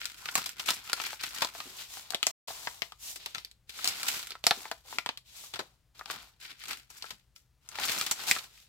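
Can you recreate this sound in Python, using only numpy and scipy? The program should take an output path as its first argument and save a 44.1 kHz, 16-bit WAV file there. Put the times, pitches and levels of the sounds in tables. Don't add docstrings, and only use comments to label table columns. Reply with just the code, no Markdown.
import sys
import numpy as np
from scipy import signal
from scipy.fft import rfft, irfft, next_fast_len
from scipy.io import wavfile
from scipy.ndimage import uniform_filter1d, map_coordinates

SR = 44100
rng = np.random.default_rng(int(sys.argv[2]) if len(sys.argv) > 2 else 0)


def waveform_to_disk(signal):
    frames = np.transpose(np.atleast_2d(signal))
    scaled = np.clip(frames, -1, 1) * 32767
    samples = np.round(scaled).astype(np.int16)
    wavfile.write(sys.argv[1], SR, samples)


N = 382788
TIME = np.arange(N) / SR

# time_s, left_delay_ms
PAPER_POSITION = [(0, 0.12), (.9, -0.036), (1.6, 0.038), (2.3, -0.12), (2.85, -0.16), (3.2, 0.18),
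                  (4.45, 0.042), (4.75, -0.12), (5.6, -0.13), (6.3, -0.023), (7.1, -0.16), (8.3, 0.00076)]
# low_hz, high_hz, ring_t60_s, stereo_correlation
# an event's level_db sets its crackle register; body_db and edge_db are relative to that
SHEET_REGISTERS = [(80, 570, 0.022, 0.4), (460, 1550, 0.061, 0.7), (1453, 5750, 0.045, 0.1),
                   (5520, 14960, 0.034, 0)]
THUD_PER_BODY = 0.56


def undb(db):
    return 10 ** (np.asarray(db) / 20)


def unit(x):
    return x / np.sqrt(np.mean(x ** 2) + 1e-20)


def decay(t, t60):
    return np.exp(-np.log(1000) * t / t60)


def colour(x, points):
    size = next_fast_len(x.shape[-1] // 2 + 1024, real=True) * 2
    hz, db = np.transpose(points)
    bins_hz = np.fft.rfftfreq(size, 1 / SR)
    gain = undb(np.interp(np.log(bins_hz + 1), np.log(hz), db))
    cepstrum = irfft(np.log(gain))
    cepstrum[1:size // 2] *= 2
    cepstrum[size // 2 + 1:] = 0
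    return irfft(rfft(x, size) * np.exp(rfft(cepstrum)))[..., :x.shape[-1]]


def band(x, low_hz, high_hz, order=4):
    edges_hz = [low_hz, min(high_hz, SR / 2 - 1)]
    return signal.sosfilt(signal.butter(order, edges_hz, "band", fs=SR, output="sos"), x)


def resonance(x, hz, q):
    return signal.lfilter(*signal.iirpeak(hz, q, fs=SR), x)


def stereo_noise(correlation, size):
    mid, side = rng.standard_normal((2, size))
    return np.sqrt((1 + correlation) / 2) * mid + np.sqrt((1 - correlation) / 2) * np.array([side, -side])


def left_delay_ms(time_s):
    return np.interp(time_s, *np.transpose(PAPER_POSITION))


def place(x, pan_db, delay_ms):
    delayed = np.arange(x.shape[1]) - np.round(delay_ms * SR / 1000)
    left = map_coordinates(x[0], [delayed], order=0)
    left_gain, right_gain = unit(undb([pan_db / 2, -pan_db / 2]))
    return np.array([left * left_gain, x[1] * right_gain])


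def add(out, start_s, x):
    i = int(start_s * SR)
    out[:, i:i + x.shape[1]] += x[:, :N - i]


def room_tone():
    # freq_hz, gain_db
    air_colour = [(20, -16.5), (35, -11.5), (55, -1), (90, -6.5), (150, -10.5), (250, -24.5), (1000, -30),
                  (5000, -34), (16000, -39.5)]
    # pitch_hz, level_db
    hum_tones = [(54, -78.5), (123, -83)]
    hum = sum(undb(db) * np.sqrt(2) * np.sin(2 * np.pi * (hz * TIME + rng.random()))
              for hz, db in hum_tones)
    return undb(-72) * unit(colour(stereo_noise(0.91, N), air_colour)) + hum


def hand_motion():
    # start_s, attack_s, hold_s, level_db, body_db, edge_db, pressure (0 gliding loose, 1 pressed flat)
    strokes = [(0, 0.0033, 0.085, -49.5, -13.5, -2.5, 0.76), (.12, 0.12, 0.11, -51.5, -5.5, 2, 1),
               (.353, 0.017, 0.016, -38, -9.5, -5, 0.81), (.42, 0.048, 0.031, -46.5, -17, -8, 0.99),
               (.55, 0.043, 0.025, -47, -8, -2, 1), (.65, .04, 0.015, -34.5, -15.5, -3, 0.96),
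               (.74, 0.024, 0.023, -49.5, -10, -5, 0.56), (.82, 0.054, 0.042, -47, -8.5, -4, .9),
               (.94, 0.037, 0.1, -42, -10.5, -2.5, 0.83), (1.179, .06, 0.025, -43.5, -13.5, -0.5, .8),
               (1.298, 0.046, 0.092, -44, -8, -2.5, .8), (1.52, 0.029, 0.17, -50.5, -9, 0, .35),
               (1.73, 0.081, 0.009, -44.5, -12, -1, 0.32), (1.86, 0.071, 0.053, -49.5, -12, 2.5, 0.2),
               (1.999, 0.023, 0.33, -58.5, -8, -4, .25), (2.24, 0.027, 0.027, -48.5, -7.5, 1.5, 0.17),
               (2.459, 0.012, 0.2, -50, -7, 3, 0.24), (2.81, .02, 0.023, -58.5, -8, 0.5, .1),
               (2.98, .09, 0.033, -50, -13, 7.5, 0.064), (3.179, 0.029, 0.091, -53, -14, -6.5, 0.14),
               (3.34, 0.011, .025, -49, -12, -6, 0.36), (3.668, 0.19, 0.033, -42.5, -15.5, -3, 0.34),
               (3.822, 0.054, 0.055, -41, -10.5, -6.5, .5), (3.92, 0.043, 0.093, -44.5, -8, 1, 0.67),
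               (4.05, 0.033, .075, -37.5, -13.5, 0, .62), (4.26, 0.047, .03, -59, -1, -8, 0.57),
               (4.429, .03, 0.14, -49, -8.5, 0.5, .35), (4.62, 0.037, 0.017, -54.5, -2, -3, 0.4),
               (4.831, 0.095, 0.021, -50.5, -8.5, 1, 0.24), (5.052, 0.044, 0.0072, -60, -5, -4, 0.15),
               (5.24, 0.049, 0.039, -60, -18.5, -2, .07), (5.3, 0.074, 0.086, -54.5, -12, 3.5, .07),
               (5.519, 0.014, 0.093, -61.5, -1.5, -3.5, 0.23), (5.941, 0.019, .06, -60.5, -9, -4.5, 0.46),
               (6.048, 0.052, 0.044, -47, -2.5, -4, 0.66), (6.18, 0.032, .04, -58, -5, -4, 0.44),
               (6.39, 0.05, 0.022, -49.5, -14, -3, 0.65), (6.47, .04, .005, -49, -12, -7.5, 0.87),
               (6.56, 0.078, 0.08, -50.5, -17.5, -2.5, .7), (6.665, 0.046, .002, -39, -11, -6, 1),
               (6.89, 0.027, .09, -59, -11, 1, .8), (7.01, 0.033, 0.045, -54.5, -11, -1, 0.67),
               (7.35, 0.014, 0.0083, -69, -22, 7, 0.52), (7.6, 0.067, 0.027, -68.5, -4, -1.5, .5),
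               (7.68, 0.078, .02, -48, -5.5, -7, .6), (7.75, .09, 0.16, -36, -8, -2, 0.64),
               (8.139, .08, .12, -43, -6.5, -1, 0.5), (8.26, 0.028, 0.0085, -31, -11, -0.5, 0.39),
               (8.48, .09, .05, -62.5, -18, -0.5, 0.27)]
    sag_db_per_s = 9.5
    power, blend = np.full(N, 1e-14), np.zeros((3, N))
    for start, attack, hold, db, body_db, edge_db, pressure in strokes:
        span = slice(int(start * SR), int(start * SR) + SR)
        t = np.maximum(TIME[span] - start, 0)
        swell = np.minimum(t / attack, 1) ** 1.13
        sag_db = sag_db_per_s * np.maximum(t - attack, 0)
        release_s = 0.074 + hold
        release_db = 20 * np.maximum(t - attack - hold, 0) / release_s
        stroke_power = (swell * undb(db - sag_db - release_db)) ** 2
        power[span] += stroke_power
        blend[:, span] += np.outer([body_db, edge_db, pressure], stroke_power)
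    return (10 * np.log10(power), *(blend / power))


def crinkles(per_s, spread_db, ring_s):
    gives_way = rng.random(N) < per_s / SR
    sizes = gives_way * undb(spread_db * np.minimum(rng.exponential(size=N), 3.5))
    power = signal.lfilter([1], [1, -np.exp(-1 / (ring_s * SR))], sizes ** 2)
    return unit(np.sqrt(power))


def sliding_paper(db, body_db, edge_db, pressure):
    # freq_hz, gain_db
    pressed_colour = [(100, -13), (380, -8.5), (560, -16.5), (780, -2), (1080, 0.5), (1400, 2.5), (1750, 0),
                      (2300, 2.5), (4700, -1.5), (6200, -10), (7800, -9), (9200, -14.5), (15500, -13)]
    # freq_hz, gain_db
    loose_colour = [(100, -14), (520, -11.5), (700, -4), (1000, -2), (1600, -11.5), (2400, -4), (3800, 0),
                    (6000, -6), (7600, -6), (9200, -11), (15500, -10)]
    thud_db = -12.5 + THUD_PER_BODY * body_db
    crumple = undb(-9 * (1 - pressure) + 5.5 * pressure)
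    catches = crinkles(per_s=900, spread_db=3, ring_s=0.0008)
    fibres = 0.9 * (1 - pressure) + (0.1 + pressure) * catches
    shared_creases = crinkles(per_s=170, spread_db=5, ring_s=0.002)
    out = 0
    for (low_hz, high_hz, _, correlation), rel_db in zip(SHEET_REGISTERS, (thud_db, body_db, 0, edge_db)):
        register_creases = crinkles(per_s=130, spread_db=8, ring_s=0.006)
        crease_power = (shared_creases ** 2 + register_creases ** 2) / 2
        grain = np.sqrt((fibres ** 2 + crumple ** 2 * crease_power) / (1 + crumple ** 2))
        hiss = band(stereo_noise(correlation, N) * grain, low_hz, high_hz)
        pinned = undb(-6) * resonance(hiss, hz=1400, q=8)
        pressed = unit(colour(hiss + pinned, pressed_colour))
        loose = unit(colour(hiss, loose_colour))
        out += undb(db + rel_db) * (pressure * pressed + (1 - pressure) * loose)
    delay_ms = left_delay_ms(TIME)
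    pan_db = -1.4 - 7.5 * delay_ms
    return place(out, pan_db, delay_ms)


def jolted_sheet(events, push, ring_db, panel_db, panel_t60, facet_db, facet_q, thud_base_db):
    # freq_hz, gain_db
    paper_colour = [(100, -7), (330, -2), (540, -9), (700, -2), (1120, -0.5), (1400, -2), (2300, 6.5),
                    (4600, 5.5), (6100, 0), (7800, 2.5), (9200, -3), (15500, -3.5)]
    out, t = np.zeros((2, N)), TIME[:SR // 10]
    for start, db, body_db, edge_db, panel_hz, facet_hz, pan_db in events:
        thud_db = thud_base_db + THUD_PER_BODY * body_db + 5.5 * np.log2(1000 / panel_hz)
        balance_db = thud_db, body_db, 0, edge_db
        force, sound = push(t), 0
        swing = np.sin(2 * np.pi * panel_hz * t) + 0.16 * np.sin(2 * np.pi * 0.69 * panel_hz * t)
        panel = undb(panel_db) * unit(swing * decay(t, panel_t60))
        for (low_hz, high_hz, t60, correlation), rel_db in zip(SHEET_REGISTERS, balance_db):
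            waves = stereo_noise(correlation, len(t)) * decay(t, t60) * (1 - np.exp(-t / 0.0008))
            ring = undb(ring_db) * unit(band(waves, low_hz, high_hz))
            sheet = unit(band(force, low_hz, high_hz)) + ring + band(panel, low_hz, high_hz)
            facet = undb(facet_db) * resonance(sheet, facet_hz, facet_q)
            sound += undb(db + rel_db) * unit(colour(sheet + facet, paper_colour))
        sound /= np.sqrt(10)
        add(out, start, place(sound, pan_db, left_delay_ms(start)))
    return out


def buckle(t):
    return stereo_noise(0.9, len(t)) * (1 - np.exp(-t / 0.0001)) * np.exp(-(t / 0.001) ** 2)


def stray_snaps(slide_db, pressure, tries_per_s=6):
    body_db, edge_db, pan_db = -10, -3, 0
    rows = []
    for when, chance in rng.random((int(tries_per_s * N / SR), 2)):
        i = int(when * N)
        if chance < pressure[i]:
            panel_hz = 1310 * 2 ** rng.normal(0, 0.073)
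            facet_hz = 3300 * 2 ** rng.normal(0, 0.3)
            rows.append((TIME[i], slide_db[i] - 1.5, body_db, edge_db, panel_hz, facet_hz, pan_db))
    return rows


def crease_snaps(slide_db, pressure):
    # start_s, level_db, body_db, edge_db, panel_hz, facet_hz, left_minus_right_db
    snaps = [(0.015, -40.5, -15, -23, 1400, 2400, -3), (0.055, -38.5, -17.5, 1, 1410, 3710, 3),
             (0.257, -39.5, -8, -8, 1230, 2140, -1), (0.288, -36, -8, -32, 1420, 1700, -1.5),
             (0.354, -28.5, -4, 2.5, 1120, 7330, -1.5), (0.441, -47, -14, 2, 1310, 4030, -1),
             (0.492, -44, -19, 4, 1420, 1850, -9.5), (0.688, -30, -4.5, -6, 1300, 3470, 3.5),
             (0.705, -31, -6.5, 0, 993, 3870, -2.5), (0.897, -40.5, -6, -4.5, 1390, 2380, -4),
             (0.931, -30, -4.5, -1, 1380, 4740, -1), (1.0, -38.5, -2, -24, 1310, 2310, 3),
             (1.13, -48, 4.5, -20, 850, 1910, -0.5), (1.211, -51, -6.5, 2.5, 1410, 4340, 16),
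             (1.238, -40.5, -5.5, -29, 1270, 2490, -1), (1.447, -34, -3, -4.5, 980, 5050, -2.5),
             (1.551, -59.5, 13, -6, 674, 1900, 1), (1.603, -39.5, -3.5, -12, 1230, 1990, -5),
             (1.971, -58, 9, 0.5, 800, 4920, 0.5), (2.105, -41, -9.5, 1.5, 720, 4650, 9.5),
             (2.122, -47.5, 0.5, 1.5, 744, 4380, -12), (2.135, -56, 15, -6, 720, 3500, 1.5),
             (2.146, -30.5, -9.5, -8, 563, 3680, 0), (2.229, -26.5, -16, -9.5, 1280, 3030, 2),
             (2.268, -28.5, -7, 3, 651, 7000, -0.5), (2.504, -56, 13.5, -7, 660, 4330, -1.5),
             (2.672, -36.5, 1.5, -30, 970, 1700, -1.5), (2.82, -32.5, -8.5, -11.5, 677, 2260, 6),
             (2.921, -51.5, 2.5, -6, 1220, 3570, 1), (3.26, -37.5, -10, -5, 906, 3700, -1),
             (3.348, -38, -11, -9, 1390, 3300, 3.5), (3.356, -44, -5, -12, 1300, 2000, 1),
             (3.382, -42, -12, -10, 1280, 3760, 1), (3.448, -44, -30, -4, 390, 4360, -2.5),
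             (3.513, -56.5, -25, -3, 810, 3880, -1), (3.79, -53, 6, -4, 1284, 2400, 3),
             (3.844, -33, -13, 0.5, 750, 4400, -1.5), (3.875, -34, -11, 5, 780, 4130, 3),
             (4.031, -37, -10, -0.5, 1330, 4500, -1.5), (4.228, -45, -12.5, -5, 1440, 4000, -3.5),
             (4.271, -46, -13.5, 0.5, 1403, 3450, -5), (4.306, -42, -11, -4.5, 1310, 4300, -7),
             (4.319, -42, -19.5, -11, 390, 4360, -2), (4.353, -54.5, 8.5, -15, 1310, 2090, -3.5),
             (4.44, -33, -8.5, -10, 600, 3740, -7.5), (4.467, -20.5, -7, -1.5, 680, 4590, -3.5),
             (4.509, -23.5, -1, -13, 822, 3700, -2), (4.654, -51.5, 8.5, -16, 885, 2190, -1),
             (4.714, -39, 3.5, -4.5, 654, 4200, -1), (4.927, -58.5, 15, -6, 900, 1930, 1),
             (4.985, -31.5, -3, -11, 1380, 2210, 1.5), (5.061, -36, 0, -9.5, 976, 2900, -1),
             (5.09, -32.5, -5, -19, 920, 2820, -1), (5.174, -44.5, -20, -5.5, 1140, 4100, -2),
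             (5.438, -56.5, -0.5, -5, 1160, 3890, -4), (5.993, -52, 0, -3, 1280, 3820, 3),
             (6.011, -61, 18, -4, 1237, 1700, -1), (6.058, -47, -6, -8, 790, 3480, 1),
             (6.1, -42, 3, -13, 1150, 1610, 3), (7.024, -41.5, -15, -8, 1030, 4870, 1.5),
             (7.042, -53.5, 7.5, -19, 1340, 1690, 4), (7.362, -56, -18.5, -4.5, 1340, 5210, 2),
             (7.689, -55, -8, 9.5, 1344, 7460, 1.5), (7.786, -46.5, 8, -12, 840, 2490, 0),
             (8.012, -32.5, -7.5, -2, 1270, 2400, -4), (8.312, -20, -18.5, -4, 800, 2340, -5.5),
             (8.363, -40, 1, -22, 1320, 1700, -1)]
    return jolted_sheet(snaps + stray_snaps(slide_db, pressure), buckle, ring_db=-2, panel_db=1.5,
                        panel_t60=0.04, facet_db=0.7, facet_q=3.8, thud_base_db=-16.5)


def table_bumps(attack_s=0.0023, decay_s=0.016, width_octaves=0.8):
    # start_s, level_db, pitch_hz
    contacts = [(0.369, -47, 170), (.705, -56, 161), (1.655, -50.5, 320), (1.7, -58, 285),
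                (3.371, -59, 128), (3.875, -53, 110), (4.569, -52, 330), (4.849, -62, 665),
                (4.946, -57, 279), (5.595, -46, 470), (5.6, -54, 170), (6.155, -56, 177), (7.125, -57, 170)]
    out, t = np.zeros((2, N)), TIME[:SR // 5]
    shape = (1 - np.exp(-t / attack_s)) * np.exp(-t / decay_s)
    half_width = 2 ** (width_octaves / 2)
    for start, db, hz in contacts:
        thump = unit(band(stereo_noise(0.96, len(t)), hz / half_width, hz * half_width, order=2))
        add(out, start, undb(db) * thump * shape / shape.max())
    return out


def slip_run(t, slips_per_s=5000):
    slips = (rng.random(len(t)) < slips_per_s / SR) * undb(4.5 * rng.standard_normal(len(t)))
    return stereo_noise(0.13, len(t)) * slips * (1 - np.exp(-t / 0.0046)) * np.exp(-t / 0.0091)


def edge_scuffs():
    # start_s, level_db, body_db, edge_db, panel_hz, facet_hz, left_minus_right_db
    scuffs = [(0.376, -36.5, 0.5, 2.5, 1256, 2380, -3), (0.459, -36.5, -12.5, 0, 1000, 4200, -1.5),
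              (0.595, -36, -11, -6.5, 1420, 3370, -1), (0.659, -44.5, -11, 3, 1360, 4620, 7),
              (0.731, -46.5, -6, -8, 376, 3600, 0.5), (1.419, -28, -1, -6, 892, 3540, 0.5),
              (2.481, -43.5, -1.5, -2, 692, 3980, -0.5), (3.158, -45, -13, 1.5, 395, 4910, 2),
              (3.693, -45, -24, -4, 386, 3720, 1.5), (3.853, -35, -11, -1.5, 1220, 3400, 0),
              (3.884, -37, -13, 5.5, 805, 5370, -4), (4.082, -29.5, -13.5, 1, 1426, 3020, -6),
              (5.537, -38, -9, -8.5, 380, 3450, -1), (5.557, -42.5, -2.5, -8, 726, 1700, 0),
              (5.591, -37, 0.5, -8.5, 424, 3920, 0.5), (6.108, -40, -17, 0, 1130, 2910, -2),
              (6.708, -39, -6.5, -5, 1390, 1950, -3), (6.901, -58.5, -2, 8, 1344, 5660, 3),
              (7.105, -41.5, -8, -5.5, 1280, 3440, 1), (8.063, -35, -10.5, -1, 1220, 3800, -1),
              (8.111, -31.5, -7, 6, 805, 7200, -0.5), (8.385, -38, -12, -5, 1270, 3800, -7)]
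    return jolted_sheet(scuffs, slip_run, ring_db=4, panel_db=-2.5, panel_t60=0.079,
                        facet_db=-4.5, facet_q=5.4, thud_base_db=-16)


def small_room(x, wet_db, t60_low, t60_high):
    t = TIME[:SR // 2]
    low = band(stereo_noise(1, len(t)), 220, 1400, order=2)
    mid = band(stereo_noise(0.26, len(t)), 980, 5300, order=2)
    high = band(stereo_noise(0, len(t)), 4300, SR / 2, order=2)
    tail = (low + mid) * decay(t, t60_low) + 1.9 * high * decay(t, t60_high)
    tail *= np.clip((t - 0.003) / 0.00046, 0, 1)
    reverb = signal.fftconvolve(x, unit(tail) / np.sqrt(len(t)), axes=1)[:, :N]
    return x + undb(wet_db) * reverb


def scene():
    slide_db, body_db, edge_db, pressure = hand_motion()
    background = room_tone()
    slides = sliding_paper(slide_db, body_db, edge_db, pressure)
    handling = slides + edge_scuffs() + crease_snaps(slide_db, pressure) + table_bumps()
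    return small_room(handling, wet_db=-12, t60_low=0.21, t60_high=0.17) + background


def record(dry):
    # freq_hz, gain_db
    left_response = [(1000, 3.5), (4500, 4.5), (8000, 2.5), (16000, 1.5)]
    dropout_start_s, dropout_end_s = 2.312, 2.475
    ceiling, top_hz = 0.85, 15900
    live = (TIME < dropout_start_s) | (TIME > dropout_end_s)
    gate = uniform_filter1d(live.astype(float), size=130)
    heard = np.array([colour(dry[0], left_response), dry[1]]) * gate
    rounded = ceiling * np.tanh(heard / ceiling)
    return signal.sosfilt(signal.ellip(10, 0.2, 90, top_hz, fs=SR, output="sos"), rounded)


dry = scene()
out = record(dry)
waveform_to_disk(out)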